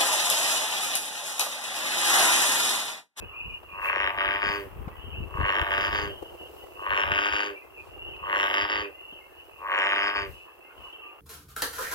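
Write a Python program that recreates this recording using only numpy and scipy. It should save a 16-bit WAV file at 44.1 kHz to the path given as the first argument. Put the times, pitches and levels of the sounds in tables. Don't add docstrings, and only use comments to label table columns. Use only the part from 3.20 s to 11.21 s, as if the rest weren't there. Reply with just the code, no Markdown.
import sys
import numpy as np
from scipy import signal
from scipy.fft import rfft, irfft, next_fast_len
from scipy.io import wavfile
from scipy.ndimage import uniform_filter1d

SR = 44100
rng = np.random.default_rng(int(sys.argv[2]) if len(sys.argv) > 2 else 0)


def output_pcm(signal):
    pcm = np.clip(np.atleast_2d(signal).T, -1, 1) * 32767
    wavfile.write(sys.argv[1], SR, np.round(pcm).astype(np.int16))


N = 353196
TIME = np.arange(N) / SR

# start and end in seconds, level in dB, fade across the croak in dB, rasp in dB,
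# share of the croak at which the membranes ring fully, roughness, chirp sweep in seconds,
# side angle as a factor on the left port's lead, left-right balance in dB.
CROAKS = [(0.463, 1.541, -0.5, -0.5, 0.5, 0.76, 12.5, 0.0027, 0.86, -2),
          (2.058, 3.002, 0, 3, 0.5, 0.65, 14, 0.0028, 0.96, -3.5),
          (3.544, 4.415, 0.33, 6, 2.5, 0.64, 14.5, 0.0026, 1.12, -2.5),
          (4.975, 5.751, 0.5, 6.5, 2, 0.57, 13.5, 0.0027, 1.08, -3.5),
          (6.366, 7.161, 0.5, 5.5, 0.5, 0.63, 9.5, 0.0037, 0.73, -3)]
# opening and top rate in Hz, shares of the croak where it rises and droops.
PITCH_ARCHES = [(97.2, 101.3, .54, .8), (97.8, 102.3, .52, .79), (98.2, 102.8, .4, .77),
                (98.4, 102.8, .4, .78), (97.8, 101.2, .38, .73)]
# nasal peak in Hz, its gain in dB, hollow in Hz, its gain in dB.
MOUTHS = [(1900, 7.5, 1870, -1), (1790, 3.5, 2430, -5.5), (1450, 6, 1800, 4.5), (1940, 7, 2430, -7.5),
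          (1930, 6.5, 3200, -1)]
TONE_TRIMS = [(-1, -18, -18, -2.5), (-1.5, -17.5, -10, 3), (0, -10.5, -6, 4.5), (0.5, -12.5, -3, -1),
              (-2, -15.5, -9.5, -4.5)]
# time in seconds, accent in dB.
HARD_SNAPS = [(0.6277, 0.5), (.658, 3.5), (0.6991, 3.5), (0.762, 2.5), (0.803, 3), (.843, 3.5), (0.875, 4),
              (0.9768, 0), (1.0486, 0), (1.1501, 1), (2.212, 3), (2.2533, 2.5), (2.2934, 2), (2.325, 2),
              (2.3553, 2), (2.3963, 2), (2.4165, 5), (2.5084, -1), (3.6646, 4), (3.7063, 4.5), (3.736, 0.5),
              (3.7768, 0.5), (3.837, 2), (3.9189, 1.5), (3.989, 3.5), (5.099, 3), (5.1294, 0.5),
              (5.2715, 1), (5.342, 2), (5.4511, 3), (6.487, -2.5), (6.5185, 0.5), (6.549, 1), (6.6613, 0),
              (6.762, 4), (6.9508, 1.5)]
# time of the new push in seconds, length of the slack in seconds, relative depth.
SLACKS = [(0.974, 0.091, 1), (1.216, 0.062, 0.5), (2.504, 0.11, 0.5), (2.724, 0.054, 0.5),
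          (3.911, 0.098, 0.5), (4.12, 0.046, 0.3), (5.33, 0.1, 0.3), (5.494, 0.064, 0.5), (6.756, 0.11, 0),
          (6.949, 0.061, 0.5)]
# frequency in Hz, gain in dB.
TIGHT_EQ = [(120, -73), (230, -28.5), (320, -9), (520, 1), (680, -7), (860, -4.5), (1100, 8), (1330, -12.5),
            (1650, -10), (2350, -19), (2850, -11.5), (3500, -42), (4200, -26), (4800, -37), (5500, -60)]
SWOLLEN_EQ = [(120, -48), (230, -12), (320, -7.5), (560, -4), (900, 18.5), (1550, 10), (2000, 7),
              (2400, 12), (2750, 14.5), (3150, 10), (3500, -2), (3850, -9), (4350, -17.5), (5800, -41)]
# centre in Hz, width in Hz, gain in dB.
SAC_RESONANCES = [(369, 180, 12), (570.3, 80, 15.5), (694, 34, 13), (832, 230, -3), (885, 24, 4.5),
                  (1020, 60, -2.5), (1170, 116, 8.5), (1354, 122, -9.5), (1618, 36, 5.5), (1556, 290, 3),
                  (3740, 170, 10)]
CROSSOVERS_HZ = [540, 950, 1350, 2350, 4200]
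# level in dB, shares of
# the croak where it is open and starts closing, attack depth in dB, sag in dB per croak,
# release depth in dB, dip in dB per unit of slack.
BAND_ENVELOPES = [(-42.5, 0.36, 0.886, 33, -2.5, 43, 15), (-38.5, 0.31, 0.77, 35, 6, 85, 2.5),
                  (-36.5, 0.15, 0.79, 31, 1, 90, 2.8), (-28.5, 0.26, 0.73, 60.5, 3.5, 47, 13.8),
                  (-32.5, 0.29, 0.74, 77, 3, 52, 14.3), (-41, 0.34, 0.78, 113, 7.5, 84, 18),
                  (-52.5, 0.31, 0.81, 90, 10.5, 106, 26)]
# share of the croak, then in Hz
RING_GLIDE = [(0, 5600, 6000, 7200, 8600, 700), (.24, 5480, 5720, 7000, 8300, 330),
              (.36, 5150, 5420, 6850, 7700, 280), (.48, 4780, 5220, 6450, 7250, 140),
              (.62, 4700, 5170, 6350, 6980, 105), (.75, 4630, 5050, 6350, 6950, 105),
              (.9, 4590, 4800, 6200, 6850, 190)]
RING_MODES_DB = [-0.5, -2, 2.5, 0.5]
# delay in seconds, gain in dB.
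ECHOES = [(.0033, -15), (.0054, -18.5)]
# frequency in Hz, left lead in radians, balance in dB.
PORTS = [(101, .1, 32), (326, 0.64, -3.5), (560, 0.99, 1), (1380, 1.88, 6.5), (1970, 1.78, 4.5),
         (2695, 3.65, 3), (3060, 4.26, 5.5), (5330, 6.9, 1), (6820, 9.25, 7.5)]

# time and half width in seconds, level in dB, pitch in Hz.
CHORUS_BOUTS = [(.03, 0.081, -46, 2700), (0.224, 0.065, -37, 2686), (0.346, 0.029, -37.5, 2824),
                (.55, 0.055, -43, 2660), (0.68, 0.052, -31.5, 2610), (1.64, 0.081, -66, 2640),
                (1.82, 0.041, -47, 2876), (1.97, 0.063, -41, 2828), (2.16, 0.046, -46, 2753),
                (2.28, 0.054, -35.5, 2840), (2.91, 0.059, -43, 2948), (3.07, 0.047, -49.5, 2887),
                (3.23, 0.042, -45, 2887), (3.41, .035, -49.5, 2843), (3.63, 0.059, -43.5, 2830),
                (4.18, 0.067, -36, 2745), (4.379, 0.045, -45.5, 2500), (4.592, 0.031, -44, 2507),
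                (4.88, 0.093, -40.5, 2810), (5.06, 0.043, -40.5, 2840), (5.659, .03, -41, 2590),
                (5.88, 0.11, -45, 2823), (6.199, 0.035, -49.5, 2820), (6.39, 0.07, -51.5, 2614),
                (7.2, 0.077, -49, 2763), (7.46, 0.037, -51.5, 2640), (7.69, 0.073, -45, 2858),
                (7.85, 0.065, -44.5, 2705)]
# start and length in seconds, pitch and glide in Hz, level in dB.
WHISTLES = [(1.705, 0.073, 1950, 71, -57), (3.418, 0.043, 1986, 28, -60), (4.413, 0.041, 2080, 162, -58),
            (5.738, 0.073, 2050, 143, -61), (6.008, 0.019, 2136, -34, -51), (7.43, 0.091, 2114, 117, -61),
            (7.8, 0.11, 1183, 16, -51)]
# time and half width in seconds, pitch in Hz, level in dB.
FAR_CALLS = [(.04, 0.043, 1610, -62), (.15, 0.043, 1170, -48.5), (.28, 0.12, 1020, -55.5),
             (1.69, .04, 1130, -50), (4.66, 0.04, 1050, -58), (5.85, 0.062, 1820, -74),
             (6.15, 0.088, 1700, -64), (7.29, 0.034, 1080, -53.5), (7.3, 0.032, 1690, -61),
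             (7.52, .028, 1430, -54), (7.66, 0.06, 1050, -53)]
# start in seconds, centre in Hz, level in dB, decay in seconds.
TICKS = [(.022, 280, -40, 0.021), (.43, 594, -44.5, 0.012), (1.68, 550, -37, 0.014),
         (2.414, 9100, -44.5, .003), (4.962, 2010, -59, .008), (5.924, 347, -41, 0.01)]
# time and width in seconds, level in dB.
BUFFETS = [(1.269, 0.00052, -22), (1.302, 0.00097, -26.5), (1.677, 0.0013, -20), (2.006, 0.0014, -22),
           (2.154, .0022, -23), (2.188, 0.00067, -24), (2.236, 0.0024, -16), (3.213, 0.00034, -30)]

# frequency in Hz, relative gain in dB.
WIND_EQ = [(20, -31), (45, -2.5), (70, 1.5), (100, -5.5), (150, -15.5), (250, -20.5), (450, -17),
           (1000, -88), (3000, -97)]
RUSH_EQ = [(100, -38), (220, -30.5), (350, 0.5), (550, -4.5), (850, -9), (1400, -29), (4000, -41)]
RUSTLE_EQ = [(1000, -25), (3400, -1), (6500, -7), (9000, -5), (15000, -19)]
RIVER_EQ = [(30, -66), (200, -11.5), (370, 9.5), (700, 5.5), (1100, 9), (1500, 0), (2100, -5), (3200, -7.5),
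            (4200, -38.5), (7000, -29.5), (15000, -17.5)]
HISS_EQ = [(1000, -49), (4000, -8), (7500, -12), (8500, -8.5), (10500, -8.5), (12500, -4.5), (14000, 2.5),
           (15000, -35), (16000, 6)]
# time in seconds, level in dB.
WIND_FADER = [(0, -60), (1.1, -47), (1.6, -46.5), (2.2, -47), (2.8, -42), (3.1, -55), (4.45, -64.5),
              (4.85, -48), (5.8, -63.5), (6.2, -64), (7.0, -58), (7.35, -70.5), (8, -69)]
RUSH_FADER = [(0, -74), (1.55, -76), (2.2, -44), (3.3, -48.5), (4.45, -57), (4.9, -51), (5.8, -58.5),
              (7.2, -61), (8, -66)]
RIVER_FADER = [(0, -53), (.35, -56), (1.65, -50.5), (3.1, -54), (3.45, -55.5), (4.55, -56.5), (4.9, -53),
               (6.1, -57.5), (7.3, -58), (7.6, -54), (8, -54)]
HISS_FADER = [(0, -65), (1, -56), (1.9, -62.5), (2.8, -57), (4, -55.5), (4.8, -63.5), (6.7, -58.5),
              (8, -65)]
# time and half width in seconds, level in dB.
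WIND_SWELLS = [(.03, 0.053, -44.5), (.28, 0.043, -42.5), (1.1, 0.013, -42), (1.27, 0.027, -44),
               (1.59, 0.047, -37.5), (1.87, 0.026, -38), (2.01, 0.053, -33.5), (2.225, 0.025, -26.5),
               (2.419, 0.012, -34), (2.67, 0.066, -38), (2.85, 0.05, -37), (3.72, 0.027, -41.5),
               (3.91, 0.052, -37.5), (4.14, 0.024, -44), (5.44, 0.015, -41), (5.58, 0.029, -45),
               (7.07, 0.068, -44), (7.62, 0.032, -50.5)]
RUSTLES = [(.33, 0.041, -72.5), (3.35, 0.23, -71.5), (4.66, 0.059, -67), (7.17, 0.064, -67),
           (7.65, 0.075, -68.5)]
HISS_SWELLS = [(.665, 0.033, -45.5), (1.38, 0.08, -51.5), (2.57, 0.21, -55), (3.37, 0.071, -56.5),
               (5.27, 0.12, -51), (6.26, 0.017, -62), (7.11, .04, -52.5)]


def bullfrog():
    out = np.zeros((2, N))
    for row, pitch_arch, mouth, trims in zip(CROAKS, PITCH_ARCHES, MOUTHS, TONE_TRIMS):
        start, end, level_db, tiring_db, *voice, angle, pan_db = row
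        span = slice(int(start * SR), int(end * SR))
        call = croak(TIME[span], pitch_arch, mouth, trims, *voice)
        gain = from_db(level_db + tiring_db * np.linspace(.5, -.5, len(call)))
        out[:, span] += at_ports(call * gain, angle, pan_db)
    return out + from_db(-15.5) * scatter(out, t60=0.18, dull_hz=3700)


def croak(t, pitch_arch, mouth, trims, rasp_db, ring_at, roughness, sweep_s):
    stage = np.linspace(0, 1, len(t))
    pitch = snap_rate(stage, *pitch_arch)
    slack = sum(np.interp(t, [s - length_s, s - length_s / 2, s, s + .005], [0, depth, depth, 0])
                for s, length_s, depth in SLACKS)
    spectrum, hz = falling_chirps(fold_snaps(t, pitch, roughness), sweep_s)
    bands = vocal_sac(spectrum, hz, stage, *mouth) + membranes(irfft(spectrum)[:len(t)], stage)
    boom_db, held_db, *overtones_db = trims
    stretching = [ring_at - .18, ring_at]
    ring_db = np.interp(stage, stretching, [held_db, 0])
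    trims_db = [boom_db, 0, 0, 0, rasp_db, ring_db, np.interp(stage, stretching, overtones_db)]
    out = sum(evened(band, span_s=0.055) * from_db(band_envelope(stage, slack, *shape) + db)
              for band, shape, db in zip(bands, BAND_ENVELOPES, trims_db))
    out += closing_note(bands[0], pitch, stage)
    return out * np.interp(stage, [0, .03, .96, 1], [0, 1, 1, 0])


def snap_rate(stage, low_hz, top_hz, rises_at, droops_at, rise_share=.21, droop_hz=15):
    rise = np.interp(stage, [rises_at, rises_at + rise_share], [low_hz, top_hz])
    return rise - droop_hz * np.interp(stage, [droops_at, 1], [0, 1]) ** 2


def fold_snaps(t, pitch, roughness, flutter_hz=28.5, puff_decay_s=.0011):
    size = len(t)
    hard_s, accent_db = np.transpose([row for row in HARD_SNAPS if t[0] < row[0] < t[-1]])
    hard = ((hard_s - t[0]) * SR).astype(int)
    cycles = in_step(np.cumsum(pitch) / SR, hard)
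    at = np.interp(np.arange(1, int(cycles[-1])), cycles, np.arange(size))
    chance, timing = rng.standard_normal((2, 256))[:, :len(at)]
    accented = np.abs(at[:, None] - hard).argmin(axis=0)
    chance[accented] = 0
    rough = roughness * np.interp(at / size, [0, .3, .55, .9], [1.7, 1.4, 1, .6])
    crest = np.cos(2 * np.pi * in_step(flutter_hz * (t - t[0]), hard)[at.astype(int)])
    level_db = rough * (.1 * crest + .06 * np.clip(chance, -1.5, 1.5))
    level_db[accented] += accent_db
    strength = from_db(level_db)
    jitter_s = .000019 * rough * np.interp(at / size, [0, .3, .5, .8, .9], [1.1, .9, .6, .45, .2])
    at = np.clip(at + jitter_s * SR * timing, 0, size - 2)
    before, part = at.astype(int), at % 1
    clicks = np.bincount(before, strength * (1 - part), size)
    clicks += np.bincount(before + 1, strength * part, size)
    puffs = signal.lfilter([1], [1, -np.exp(-1 / (puff_decay_s * SR))], clicks + 1e-18)
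    breath = .1 * np.interp(np.arange(size) / size, [.75, .9], [1, .35])
    return clicks + breath * puffs * rng.standard_normal(size)


def falling_chirps(snaps, sweep_s, knee_hz=200, on_time_hz=1800, size=2 ** 16):
    hz = np.fft.rfftfreq(size, 1 / SR)
    late_s = sweep_s * ((on_time_hz + knee_hz) / (hz + knee_hz) - 1)
    chirps = rfft(snaps, size) * np.exp(-2j * np.pi * np.cumsum(late_s) * hz[1])
    echoes = sum(from_db(db) * np.exp(-2j * np.pi * hz * s) for s, db in ECHOES)
    return chirps * (1 + echoes), hz


def vocal_sac(spectrum, hz, stage, nasal_hz, nasal_db, hollow_hz, hollow_db, mouth_width_hz=330):
    mouth = [(nasal_hz, mouth_width_hz, nasal_db), (hollow_hz, mouth_width_hz, hollow_db)]
    peaks_db = sum(db / (1 + (2 * (hz - f) / width) ** 2) for f, width, db in SAC_RESONANCES + mouth)
    tight = spectrum * causal(at_hz(TIGHT_EQ, hz) + 0.22 * peaks_db)
    swollen = spectrum * causal(at_hz(SWOLLEN_EQ, hz) + peaks_db)
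    filled = np.interp(stage, [.28, .5, .86, .94], [0.045, 1.0, 0.38, 0.025])
    lowpasses = [0] + [1 / (1 + (hz / edge) ** 12) for edge in CROSSOVERS_HZ]
    bands = []
    for low, high in zip(lowpasses, lowpasses[1:]):
        tight_band, swollen_band = irfft(np.array([tight, swollen]) * (high - low))[:, :len(stage)]
        bands.append((1 - filled) * tight_band + filled * swollen_band)
    return bands


def membranes(snaps, stage, raggedness=.8, fringe_hz=(6800, 8940)):
    *centres, width_hz = in_time(RING_GLIDE, stage)
    blows = snaps * (1 + raggedness * rng.standard_normal(len(snaps)))
    rings = [gliding(gliding(blows, hz, width_hz), hz, width_hz) for hz in centres]
    lower, upper, third, fourth = (from_db(db) * evened(ring, span_s=.05)
                                   for ring, db in zip(rings, RING_MODES_DB))
    fourth *= from_db(np.interp(stage, [.4, .7], [-9, 0]))
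    throb = uniform_filter1d(snaps ** 2, int(.004 * SR))
    fringe = bandpass(throb * rng.standard_normal(len(snaps)), fringe_hz, order=3)
    return [lower + upper, third + fourth + from_db(-5) * evened(fringe, span_s=0.066)]


def band_envelope(stage, slack, level_db, opened, closes, attack_db, sag_db, release_db, dip_db):
    hold = level_db - sag_db * np.maximum(stage - opened, 0) - dip_db * slack
    attack = attack_db * np.interp(stage, [0, opened], [1, 0]) ** 2
    release = release_db * np.interp(stage, [closes, 1], [0, 1]) ** 2
    return hold - attack - release


def closing_note(boom, pitch, stage):
    note = gliding(gliding(boom, 4 * pitch, width_hz=70), 4 * pitch, width_hz=70)
    return evened(note, span_s=0.046) * from_db(-47) * bell(stage, centre=.853, half_width=.052)


def at_ports(x, angle, pan_db):
    size = next_fast_len(len(x), True)
    lead, tilt_db = in_time(PORTS, np.fft.rfftfreq(size, 1 / SR))
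    half = from_db((tilt_db + pan_db) / 2) * np.exp(.5j * angle * lead)
    return irfft(rfft(x, size) * np.array([half, 1 / half]), size)[:, :len(x)]


def small_frogs(count=1100, spread_hz=115, glide_hz=110, length_s=0.032, bed_db=-59.5, bed_hz=2740):
    powers = [np.full(N, from_db(bed_db) ** 2)]
    powers += [from_db(db) ** 2 * bell(TIME, s, width_s) for s, width_s, db, _ in CHORUS_BOUTS]
    centre_hz = np.dot([bed_hz] + [hz for *_, hz in CHORUS_BOUTS], powers) / np.sum(powers, axis=0)
    peeps = np.zeros(N + SR)
    for k, (when, pitch, loudness, glide) in enumerate(rng.standard_normal((count, 4))):
        at = int(np.clip((k + when) / count, 0, 1) * (N - 1))
        hz = centre_hz[at] + spread_hz * np.clip(pitch, -2, 2)
        note = from_db(3.5 * loudness) * whistle(length_s, hz, glide_hz * glide)
        peeps[at:at + len(note)] += note
    peeps = peeps[:N]
    chorus = np.array([peeps, delayed(peeps, -0.00014)]) + 0.23 * scatter(peeps, t60=0.47, dull_hz=5230)
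    return evened(chorus, span_s=.09) * swelling(bed_db, CHORUS_BOUTS)


def lone_whistles():
    out = np.zeros(N)
    for s, length_s, hz, glide_hz, db in WHISTLES:
        note = from_db(db) * whistle(length_s, hz, glide_hz)
        out[int(s * SR):int(s * SR) + len(note)] += note
    return out + .5 * scatter(out, t60=0.34, dull_hz=3960)


def whistle(length_s, hz, glide_hz):
    u = np.linspace(0, 1, int(length_s * SR))
    return np.sin(np.pi * u) * np.sin(2 * np.pi * np.cumsum(hz + glide_hz * (u - .5)) / SR)


def far_calls(width_hz=220):
    out, white = np.zeros((2, N)), rng.standard_normal((3, N))
    for s, width_s, hz, db in FAR_CALLS:
        hoarse = bandpass(white[:2] + white[2], [hz - width_hz / 2, hz + width_hz / 2])
        out += from_db(db) * bell(TIME, s, width_s) * rms_one(hoarse)
    return out


def wind(lumps_db=3.5):
    eddies = noise(WIND_EQ) * from_db(lumps_db * noise([(1, -1), (25, 4), (60, -53), (200, -120)]))
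    out = evened(eddies, span_s=0.2) * swelling(in_time(WIND_FADER)[0], WIND_SWELLS)
    for s, width_s, db in BUFFETS:
        u = (TIME - s) / width_s
        out += from_db(db) * u * np.exp(-np.minimum(u * u, 50) / 2) * [[1], [.4]]
    return out * from_db([[1.2], [-2.2]])


def bank_air(flutter_db=4.0):
    flutter = flutter_db * noise([(1, -20), (12, 0), (45, -3), (120, -60)])[0]
    rush = noise(RUSH_EQ) * from_db(in_time(RUSH_FADER)[0] + flutter)
    return rush + noise(RUSTLE_EQ) * swelling(-97, RUSTLES)


def river(crossfeed=0.16, ripple_db=3.0):
    water = noise(RIVER_EQ)
    ripple = from_db(ripple_db * noise([(1, -83), (30, -12), (80, -4), (200, -120)]))
    return rms_one(water + crossfeed * water[::-1]) * ripple * from_db(in_time(RIVER_FADER)[0])


def hiss():
    return noise(HISS_EQ) * swelling(in_time(HISS_FADER)[0], HISS_SWELLS) * from_db([[-.5], [5.5]])


def ticks():
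    out, t = np.zeros((2, N)), TIME[:SR // 20]
    for s, hz, db, decay_s in TICKS:
        burst = rms_one(bandpass(rng.standard_normal((2, len(t))), [hz / 2, min(hz * 2, SR / 3)]))
        out[:, int(s * SR):int(s * SR) + len(t)] += from_db(db) * burst * np.exp(-t / decay_s)
    return out


def scatter(x, t60, dull_hz):
    t = TIME[:SR]
    tail = rng.standard_normal((2, SR)) * from_db(-60 * t / t60) * (1 - np.exp(-t / 0.017))
    tail = signal.sosfilt(signal.butter(2, dull_hz, fs=SR, output="sos"), tail)
    return signal.fftconvolve(np.atleast_2d(x), tail / np.sqrt(np.sum(tail[0] ** 2)), axes=1)[:, :N]


def gliding(x, centre_hz, width_hz, size=128):
    radius = np.exp(-np.pi * width_hz / SR) * np.ones(len(x))
    out, state = np.zeros(len(x)), np.zeros(2)
    for i in range(0, len(x), size):
        r = radius[i]
        poles = [1, -2 * r * np.cos(2 * np.pi * centre_hz[i] / SR), r * r]
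        out[i:i + size], state = signal.lfilter([1 - r, 0, r - 1], poles, x[i:i + size], zi=state)
    return out


def in_step(cycles, at):
    ahead = np.unwrap(2 * np.pi * cycles[at]) / (2 * np.pi)
    return cycles - np.interp(np.arange(len(cycles)), at, ahead - np.round(ahead[0]))


def causal(db):
    cepstrum = irfft(db * np.log(10) / 20)
    half = len(cepstrum) // 2
    cepstrum[1:half] *= 2
    cepstrum[half + 1:] = 0
    return np.exp(rfft(cepstrum))


def noise(eq):
    size = next_fast_len(N, True)
    colour = from_db(at_hz(eq, np.fft.rfftfreq(size, 1 / SR)))
    return rms_one(irfft(rfft(rng.standard_normal((2, size))) * colour, size)[:, :N])


def evened(x, span_s):
    power, size = np.atleast_2d(x ** 2).mean(0), int(span_s * SR)
    power = uniform_filter1d(uniform_filter1d(power, size), size)
    return x / np.sqrt(np.abs(power) + 1e-5 * power.mean() + 1e-20)


def swelling(bed_db, swells):
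    power = sum(from_db(db) ** 2 * bell(TIME, s, width_s) for s, width_s, db, *_ in swells)
    return np.sqrt(from_db(bed_db) ** 2 + power)


def bell(t, centre, half_width):
    return np.exp(-np.minimum(((t - centre) / half_width) ** 2, 50))


def in_time(rows, t=TIME):
    knots, *columns = np.transpose(rows)
    return [np.interp(t, knots, column) for column in columns]


def at_hz(eq, hz):
    f, db = np.transpose(eq)
    return np.interp(np.log(hz + 1), np.log(f), db)


def bandpass(x, edges_hz, order=2):
    return signal.sosfilt(signal.butter(order, edges_hz, "band", fs=SR, output="sos"), x)


def delayed(x, lag_s):
    return np.interp(np.arange(len(x)) - lag_s * SR, np.arange(len(x)), x)


def from_db(db):
    return 10 ** (np.asarray(db) / 20)


def rms_one(x):
    return x / np.sqrt(np.mean(x ** 2) + 1e-20)


def scene():
    voices = bullfrog() + small_frogs() + lone_whistles() + far_calls()
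    return voices + wind() + bank_air() + river() + hiss() + ticks()


def record(dry):
    return signal.sosfilt(signal.ellip(12, .1, 80, 15750, fs=SR, output="sos"), dry)


dry = scene()
out = record(dry)
output_pcm(out)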